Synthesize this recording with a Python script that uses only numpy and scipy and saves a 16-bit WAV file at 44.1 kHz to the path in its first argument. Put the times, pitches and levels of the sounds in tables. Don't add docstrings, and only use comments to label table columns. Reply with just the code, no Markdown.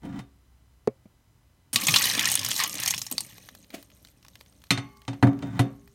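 import sys
import numpy as np
from scipy import signal
from scipy.fft import rfft, irfft
from scipy.io import wavfile
from scipy.ndimage import uniform_filter1d

SR = 44100
rng = np.random.default_rng(int(sys.argv[2]) if len(sys.argv) > 2 else 0)


def generate_wav(sig):
    pcm = np.round(np.clip(np.atleast_2d(sig).T, -1, 1) * 32767).astype(np.int16)
    wavfile.write(sys.argv[1], SR, pcm)


N = 261954
T = np.arange(N) / SR

# pitch_hz, level_db (per Hz)
AIR_COLOUR = [(25, -14.5), (45, 1.5), (70, -1), (115, 0.5), (160, -10), (280, -13.5), (450, -21.5),
              (1000, -22), (2000, -28), (8000, -34), (16000, -36.5)]
# start_s, level_db
HUM_LEVEL = [(0, -59), (0.35, -61), (0.75, -59.5), (0.95, -80), (1.5, -69.5), (2, -78.5), (5.9, -60)]
# start_s, clack_db (bright), middle_db, boom_db (low), tick_db (contact)
KNOCKS = [(0.032, -48, -56, -39.5, -63), (0.051, -44, -50, -36.5, -53), (0.126, -46, -54, -43, -75),
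          (0.19, -34.5, -45, -37, -49), (4.7056, -5.5, -28, -21, -22.5), (4.775, -19.5, -35, -28.5, -49),
          (5.0791, -24.5, -34.5, -27, -60), (5.1302, -37.5, -45, -38, -75),
          (5.226, -21.5, -19.5, -9.5, -36), (5.2692, -33.5, -32, -21, -50),
          (5.4232, -32.5, -41, -25.5, -82), (5.5923, -18, -23, -14, -27)]
# pitch_hz, level_db, t60_s (time to fall by 60 dB)
SINK_MODES = [(92, -11.5, 0.093), (121.8, 3.5, 0.17), (140, -2.5, 0.072), (164.3, 3, 0.046),
              (228, -22, 0.62), (259, -17, 0.3), (278.5, -1, 0.32), (357.7, -14, 0.28), (400.5, -24, 0.8),
              (443, -2, 0.041), (523.3, -14.5, 0.31), (691, -4.5, 0.25), (745, -3.5, 0.29),
              (783, -22, 0.33), (853, -2.5, 0.1), (942, -7.5, 0.26), (1160, -12.5, 0.39),
              (1300, -19, 0.058), (1655, -24, 0.33), (1977, -2.5, 0.071), (3100, -11.5, 0.076),
              (3650, -15, 0.2), (6350, -61, 0.135)]
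# pitch_hz, level_db, t60_s
RIM_MODES = [(850, -26, 0.99), (1087, -19.5, .9), (1150, -23, 1), (1267, -7.5, 0.25), (1470, -11.5, 0.26),
             (1950, -20.5, 0.32), (2090, -16, .35), (2150, -25, 0.88), (3030, -26, 0.55),
             (3430, -20.5, 0.12), (3670, -18.5, 0.12), (4340, 1.5, 0.11), (4020, 13.5, 0.028),
             (4400, -24, 0.56), (6020, -18.5, 0.31), (6290, -4, 0.12), (7150, -26.5, 0.15),
             (8900, -4.5, 0.095)]
# pitch_hz, level_db (per Hz)
CROWD_COLOUR = [(50, -74), (110, 9.5), (280, 5), (330, -19), (600, 4), (900, 8.5), (2000, -4),
                (4200, -17.5), (5200, -18), (9500, -25.5), (11000, -46), (16000, -23.5)]
# pitch_hz, t60_s
CROWD_T60 = [(100, 0.58), (500, 0.38), (2000, 0.36), (5000, 0.18), (14000, 0.21)]
# start_s, level_db
SLIDES = [
    [(0.02, -51), (0.05, -38.5), (0.12, -37.5), (0.16, -35), (0.195, -35), (0.24, -54)],
    [(5.33, -51), (5.44, -35.5), (5.5, -37), (5.58, -30.5), (5.62, -35)],
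]
# start_s, level_db, pitch_factor (times), tick_db (relative to the plop)
PLOPS = [(0.8742, 2, 0.95, -21.5), (1.056, -27, 0.44, -36)]
# pitch_hz, level_db, t60_s
PLOP_MODES = [(450, -7.5, 0.035), (130.7, -34, 0.13), (248, -16.5, .045), (359, -19, 0.025),
              (492.4, -25, 0.041), (564, -41, 0.16), (698, -16, 0.021), (1120, -35.5, 0.033)]
# pitch_hz, level_db (per Hz)
PLOP_ECHO_COLOUR = [(100, -12), (350, -0.5), (600, 2), (800, -11), (1200, -17), (1900, -23.5), (2350, -18),
                    (3000, -34), (12000, -66.5)]
# start_s, level_db (peak), pitch_hz
DRIPS = [(3.381, -31.5, 522), (3.488, -28, 1690), (3.55, -31, 11200), (3.704, -32.5, 2070),
         (3.827, -33, 13250), (4.049, -33, 3600), (4.249, -36, 1160), (4.283, -34.5, 6070),
         (4.355, -32, 1630), (4.41, -31.5, 690), (4.639, -35.5, 3410), (5.018, -39, 1100),
         (5.876, -40, 745)]
# pitch_hz, level_db (per Hz)
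DRIP_COLOUR = [(200, -11.5), (800, 3), (2000, 4), (4500, 3.5), (9000, -7.5), (16000, -1.5)]
# start_s, end_s
DRAIN_SPAN = (3, 5.6)
# pitch_hz, level_db, t60_s
BOWL_MODES = [(574, -3.5, 0.095), (868, -7.5, .09), (1138, 3.5, 0.23), (1216, -1, 0.36)]
# start_s, level_db
FLOW = [(1.73, -10), (1.8, -7), (1.86, -7), (1.9, -4), (2.2, 1), (2.32, -4), (2.4, -6.5), (2.5, -5),
        (2.55, -11), (2.61, -5), (2.73, -13), (2.88, -8), (3.06, -21.5), (3.3, -22), (3.45, -27),
        (3.66, -36), (4.68, -41)]
# start_s, level_db, pitch_hz
THUDS = [(1.731, -29.5, 255), (1.76, -27, 235), (1.824, -29.5, 215), (1.885, -22, 150), (1.92, -24.5, 110),
         (2.057, -33, 105), (3.115, -25, 260)]
# pitch_hz, level_db (per Hz)
PATTER_COLOUR = [(50, -37.5), (95, 0.5), (150, -8.5), (185, -9.5), (260, -2), (300, -7.5), (350, -16),
                 (580, -15.5), (1500, -49)]
# start_s, level_db
CLOT_LEVEL = [(3.715, -64), (3.738, -48), (3.745, -31), (3.762, -47.5), (3.8, -55), (3.85, -76)]
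# pitch_hz, level_db (per Hz)
CLOT_COLOUR = [(50, -43.5), (130, -14), (280, 10.5), (400, -2.5), (620, 2.5), (1000, -13), (2200, -5),
               (5000, -14), (16000, -20.5)]
# pitch_hz, level_db (per Hz)
GUSH_COLOUR = [(300, -26.5), (450, -21), (580, -26), (700, -13.5), (900, -9), (1200, -6.5), (1430, -12.5),
               (1680, 0), (2800, -1), (3800, -4.5), (6000, -14)]
# pitch_hz, level_db (per Hz)
CRACKLE_COLOUR = [(1500, -10.5), (3000, -8), (4000, -2), (4900, -7), (6000, 1), (7500, -6), (9000, 0),
                  (10500, -10), (12500, -1), (16000, -14.5)]
# start_s, level_db (peak), pitch_hz, t60_s
SPLATS = [(1.7303, -13, 9560, 0.13), (1.7587, 1.5, 3920, 0.017), (1.8687, -3, 6840, 0.038),
          (1.8823, -3, 2337, 0.064), (1.9396, 0, 2934, 0.053), (1.9594, 1.5, 3590, 0.049),
          (2.0396, -5.5, 4310, 0.034), (2.0986, -7.5, 4180, 0.021), (2.1934, -8, 6540, 0.023),
          (2.2551, -3, 5600, 0.019), (2.2872, -9, 3800, 0.01), (2.316, -5, 8970, 0.036),
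          (2.3539, -0.5, 8960, 0.01), (2.4472, -8.5, 6730, 0.014), (2.5137, -8, 3230, 0.026),
          (2.563, -10.5, 6560, .02), (2.6, -7.5, 4500, 0.032), (2.6365, -6.5, 6640, 0.021),
          (2.835, -10.5, 6400, 0.0095), (2.8597, -8, 5550, 0.013), (2.8765, -5.5, 5980, 0.038),
          (2.9068, -5, 6330, 0.026), (2.9385, -10, 2565, 0.025), (2.9786, -14, 5900, .034),
          (3.0165, -12, 5820, 0.019), (3.0657, -18.5, 6500, 0.025), (3.1129, -12, 13500, .03),
          (3.1238, -13, 8160, 0.015), (3.1808, -5.5, 4130, .007), (3.2055, -12.5, 8770, 0.023)]
# pitch_hz, level_db (per Hz)
SPLAT_COLOUR = [(200, -24.5), (400, -32), (700, -1), (1150, -1.5), (1450, -5.5), (2500, -1.5), (7000, -2.5),
                (11000, -5.5), (16000, -8)]

EDGE_HZ = 16100
AIR_DB = -62.5
CRACKLE_DB, CRACKLE_SLOPE = -30, 1.015
GUSH_DB, GUSH_SLOPE = -30, 1.296
PATTER_DB, PATTER_SLOPE = -44, 0.57
DRUM_DB, DRUM_SLOPE = -44.5, 0.62
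DRUM_HZ = 182
GLUG_HZ, GLUG_DB = 6.5, 3
THUD_T60_S, THUD_PATTER_DB = 0.093, -15
POCKETS_PER_S, POCKET_DB, POCKET_SCATTER_DB, POCKET_SLOPE = 55, -12.5, 3, 0.5
POCKET_HZ, POCKET_OCTAVES, POCKET_OCTAVES_PER_DB, POCKET_T60_S = 4360, 0.59, 0.06, 0.018
DROPS_PER_S, DROP_DB, DROP_SCATTER_DB = 12, -43, 2.5
DROP_HZ, DROP_OCTAVES = 3456, 0.46
DRIP_T60_S = 0.019


def amp(db):
    return 10 ** (np.asarray(db) / 20)


def unit(x):
    return x / np.sqrt(np.mean(x ** 2) + 1e-20)


def read(points, hz):
    f, value = np.transpose(points)
    return np.interp(np.log(hz + 1), np.log(f + 1), value)


def level(rows, column=1):
    rows = np.array(rows)
    return amp(np.interp(T, rows[:, 0], rows[:, column], left=-150, right=-150))


def add(mix, s, sound):
    part = mix[round(s * SR):][:len(sound)]
    part += sound[:len(part)]


def colour(x, points, size=4096):
    log_gain = np.log(amp(read(points, abs(np.fft.fftfreq(size, 1 / SR)))))
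    taps = np.fft.ifft(np.exp(np.conj(signal.hilbert(log_gain)))).real
    return signal.fftconvolve(x, taps[:size // 2])[:len(x)]


def band(x, kind, hz, order=3):
    return signal.sosfilt(signal.butter(order, hz, kind, fs=SR, output="sos"), x)


def dying(t, t60):
    return np.exp(-np.log(1000) * t / max(abs(t60), 1e-4))


def ring(modes, t, pitch=1, split=0):
    out = np.zeros(len(t))
    for k, (hz, db, t60) in enumerate(modes):
        turn = 2 * np.pi * hz * pitch * t
        twin = np.sin(turn * (1 + split * rng.standard_normal()))
        pair = (2 * np.sin(turn) + twin) / 3
        out += (-1) ** k * amp(db) * dying(t, t60) * pair
    return out


def diffuse(t60s, t, count=9):
    centres = np.geomspace(60, 15000, count)
    hz = np.fft.rfftfreq(len(t), 1 / SR)
    spectrum = rfft(rng.standard_normal(len(t)))
    out = np.zeros(len(t))
    for centre, share in zip(centres, np.eye(count)):
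        one_band = irfft(spectrum * read(np.c_[centres, share], hz), len(t))
        out += one_band * dying(t, read(t60s, centre))
    return out


def clicks(per_s, spread_db):
    place, size, side = rng.random((int(per_s * N / SR), 3)).T
    sizes = amp(spread_db * np.minimum(-np.log(1 - size), 4))
    return np.bincount((place * N).astype(int), sizes * np.sign(side - 0.5), N)


def steadied(x, size=2200):
    power = uniform_filter1d(uniform_filter1d(x ** 2, size), size)
    return x / np.sqrt(abs(power) + 1e-12)


def moments(span, per_s, count=300):
    times = span[0] + (np.arange(count) + rng.random(count)) / per_s
    chances = np.clip(rng.standard_normal((count, 2)), -2, 2)
    return np.c_[times, chances][times < span[1]]


def kitchen():
    air = amp(AIR_DB) * unit(colour(rng.standard_normal(N), AIR_COLOUR))
    waver = unit(band(rng.standard_normal(N), "low", 2.8, order=2))
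    hum = level(HUM_LEVEL) * unit(np.sin(2 * np.pi * 62.8 * T + 0.37 * waver))
    whine = np.zeros(N)
    for k in range(2, 14):
        whine += np.sin(2 * np.pi * k * (1006.5 * T + rng.random())) / np.sqrt(k)
    return air + hum + amp(-80) * unit(whine)


def slides():
    t = np.arange(SR // 2) / SR
    body = ring(SINK_MODES, t, split=0.02) + 2 * colour(diffuse(CROWD_T60, t), CROWD_COLOUR)
    drive = colour(clicks(900, 6.2), [(100, 2), (300, 4.5), (450, -9.5), (700, -14.0), (1200, -12),
                                      (2000, -6.5), (5000, -5.5), (15000, -2)])
    scrape = steadied(signal.fftconvolve(drive, body)[:N])
    return scrape * sum(level(rows) for rows in SLIDES)


def sink():
    t, out = np.arange(SR * 3 // 5) / SR, np.zeros(N)
    early = slice(SR // 40)
    for s, clack_db, middle_db, boom_db, tick_db in KNOCKS:
        modes = ring(SINK_MODES, t, split=0.0175)
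        rim = ring(RIM_MODES, t, split=0.0146)
        chatter = rng.standard_normal(len(t)) * dying(t, 0.083)
        crowd = colour(diffuse(CROWD_T60, t) + amp(15.5) * chatter, CROWD_COLOUR)
        body = modes + amp(-3) * crowd
        boom = band(body, "low", 510) * (1 - np.exp(-t / 0.0074))
        middle = band(body, "band", [400, 2500])
        clack = band(body, "band", [2500, 9500])
        tick = band(chatter, "band", [8500, 12500], order=2)
        rim_gain = amp(-12.5 + 0.28 * clack_db)
        blow = amp(boom_db - 2.5) * boom / boom[early].std()
        blow += amp(middle_db - 1) * middle / middle[early].std()
        blow += amp(clack_db - 3) * (clack / abs(clack).max() + rim_gain * rim)
        blow += amp(tick_db - 15) * tick / tick[early].std()
        add(out, s, blow * (1 - np.exp(-t / 0.00049)))
    return out


def plops():
    t, out = np.arange(SR // 4) / SR, np.zeros(N)
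    for s, db, pitch, tick_db in PLOPS:
        note = ring(PLOP_MODES, t, pitch) * (1 - np.exp(-(t / 0.0015) ** 2))
        tick = band(rng.standard_normal(len(t)), "low", 1700, order=1) * dying(t, 0.012)
        echo = unit(colour(rng.standard_normal(len(t)), PLOP_ECHO_COLOUR))
        echo = echo * (dying(t, 0.034) + amp(-22.5) * dying(t, 0.1414))
        add(out, s, amp(db) * (note + amp(tick_db) * tick + amp(-23) * echo))
    return out


def pops(rows, snap_colour, focus_db, note_db, width, attack, uneven_db):
    t, out = np.arange(SR // 16) / SR, np.zeros(N)
    grid = np.geomspace(200, 16000, num=36)
    for s, db, hz, t60 in rows:
        octaves_off = np.minimum(abs(np.log2(grid / hz)), 2)
        uneven = uneven_db * rng.standard_normal(len(grid))
        own_colour = read(snap_colour, grid) - focus_db * octaves_off + uneven
        snap = unit(colour(rng.standard_normal(len(t)), np.c_[grid, own_colour]))
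        blur = unit(band(rng.standard_normal(len(t)), "low", np.clip(hz * width, 10, SR / 4), order=2))
        pocket = blur * np.sin(2 * np.pi * hz * t)
        pop = (snap + amp(note_db) * pocket) * dying(t, t60) * (1 - np.exp(-t / attack))
        add(out, s, amp(db) * pop / (np.pi * pop[:SR // 250].std()))
    return out


def drips():
    faint = []
    for s, size, pitch in moments(DRAIN_SPAN, DROPS_PER_S):
        faint.append((s, DROP_DB + DROP_SCATTER_DB * size, DROP_HZ * 2 ** (DROP_OCTAVES * pitch)))
    rows = [(*drop, DRIP_T60_S) for drop in [*DRIPS, *faint]]
    return amp(-3) * pops(rows, DRIP_COLOUR, focus_db=3, note_db=-9, width=0.15, attack=0.0001, uneven_db=1.5)


def bowl(x):
    t = np.arange(SR // 3) / SR
    tail = diffuse([(200, 0.17), (1500, 0.037), (5000, 0.1), (14000, 0.041)], t)
    tail = tail * (1 - np.exp(-t / 0.00084))
    notes = ring(BOWL_MODES, t, split=0.033)
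    emptiness = amp(np.interp(T, [1.8, 2.2], [-13, -26]))
    echoes = signal.fftconvolve(x, tail / np.linalg.norm(tail))[:N]
    hollow = signal.fftconvolve(x * emptiness, notes / np.linalg.norm(notes))[:N]
    return x + amp(-10) * echoes + hollow


def following(db, slope):
    glug = unit(band(rng.standard_normal(N), "low", GLUG_HZ, order=2))
    return amp(db + GLUG_DB * glug) * level(FLOW) ** slope


def thuds():
    t, out = np.arange(SR // 4) / SR, np.zeros(N)
    for s, db, hz in THUDS:
        add(out, s, ring([(hz, db, THUD_T60_S)], t) * (1 - np.exp(-t / 0.005)))
    return out


def patter():
    taps = steadied(colour(clicks(400, 3.4), PATTER_COLOUR))
    landings = np.zeros(N)
    for s, db, hz in THUDS:
        landings += amp(db + THUD_PATTER_DB) * (T > s) * dying(abs(T - s), 0.22)
    seeds = band(taps, "high", DRUM_HZ) * (following(PATTER_DB, PATTER_SLOPE) + landings)
    drumming = band(taps, "low", DRUM_HZ) * following(DRUM_DB, DRUM_SLOPE)
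    return seeds + drumming


def bubbles(per_s, spread_db, cycles, low_hz, high_hz, count=28):
    t, out = np.arange(SR // 40) / SR, np.zeros(N)
    for hz in np.geomspace(low_hz, min(high_hz, SR / 2.6), count):
        age = hz * t / cycles
        rise = 1 + 0.031 * np.minimum(age, 2)
        grain = hz * np.exp(-np.pi * age) * np.sin(2 * np.pi * hz * t * rise)
        out += signal.oaconvolve(clicks(per_s / count, spread_db), grain)[:N]
    return unit(out)


def pockets():
    rows = []
    for s, size, pitch in moments((FLOW[0][0], DRAIN_SPAN[0]), POCKETS_PER_S):
        flow_db = np.interp(s, *np.transpose(FLOW))
        db = POCKET_DB + POCKET_SLOPE * flow_db + POCKET_SCATTER_DB * size
        hz = POCKET_HZ * 2 ** (POCKET_OCTAVES * pitch - POCKET_OCTAVES_PER_DB * flow_db)
        rows.append((s, db, min(hz, EDGE_HZ), POCKET_T60_S))
    return rows


def pulp():
    flow = following(CRACKLE_DB, CRACKLE_SLOPE)
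    flow = flow + amp(-72) * (T > FLOW[-1][0])
    fizz = bubbles(2300, 4.0, 9.8, 2500, 16000) + amp(-1) * bubbles(300, 4.0, 16, 2500, 14000)
    crackle = steadied(colour(fizz, CRACKLE_COLOUR)) * flow
    churn = bubbles(2200, 2.7, 7, 400, 6000) + bubbles(260, 3.1, 21, 500, 4000)
    gush = steadied(colour(churn, GUSH_COLOUR)) * following(GUSH_DB, GUSH_SLOPE)
    clot = steadied(colour(clicks(3600, 1.2), CLOT_COLOUR)) * level(CLOT_LEVEL)
    splats = pops([*SPLATS, *pockets()], SPLAT_COLOUR,
                  focus_db=5.5, note_db=1, width=0.11, attack=0.0005, uneven_db=3)
    return crackle + gush + patter() + thuds() + clot + amp(-4.5) * splats


def scene():
    half_drips = drips() / 2
    pour = bowl(pulp() + half_drips)
    return (kitchen() + slides() + sink() + plops() + half_drips + pour)[None]


def record(dry):
    heard = np.clip(band(dry, "high", 34, order=2), -1, 1)
    treble_cut = signal.firwin(511, EDGE_HZ, window=("kaiser", 9), fs=SR)
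    return signal.oaconvolve(heard, treble_cut[None], "same")


dry = scene()
out = record(dry)
generate_wav(out)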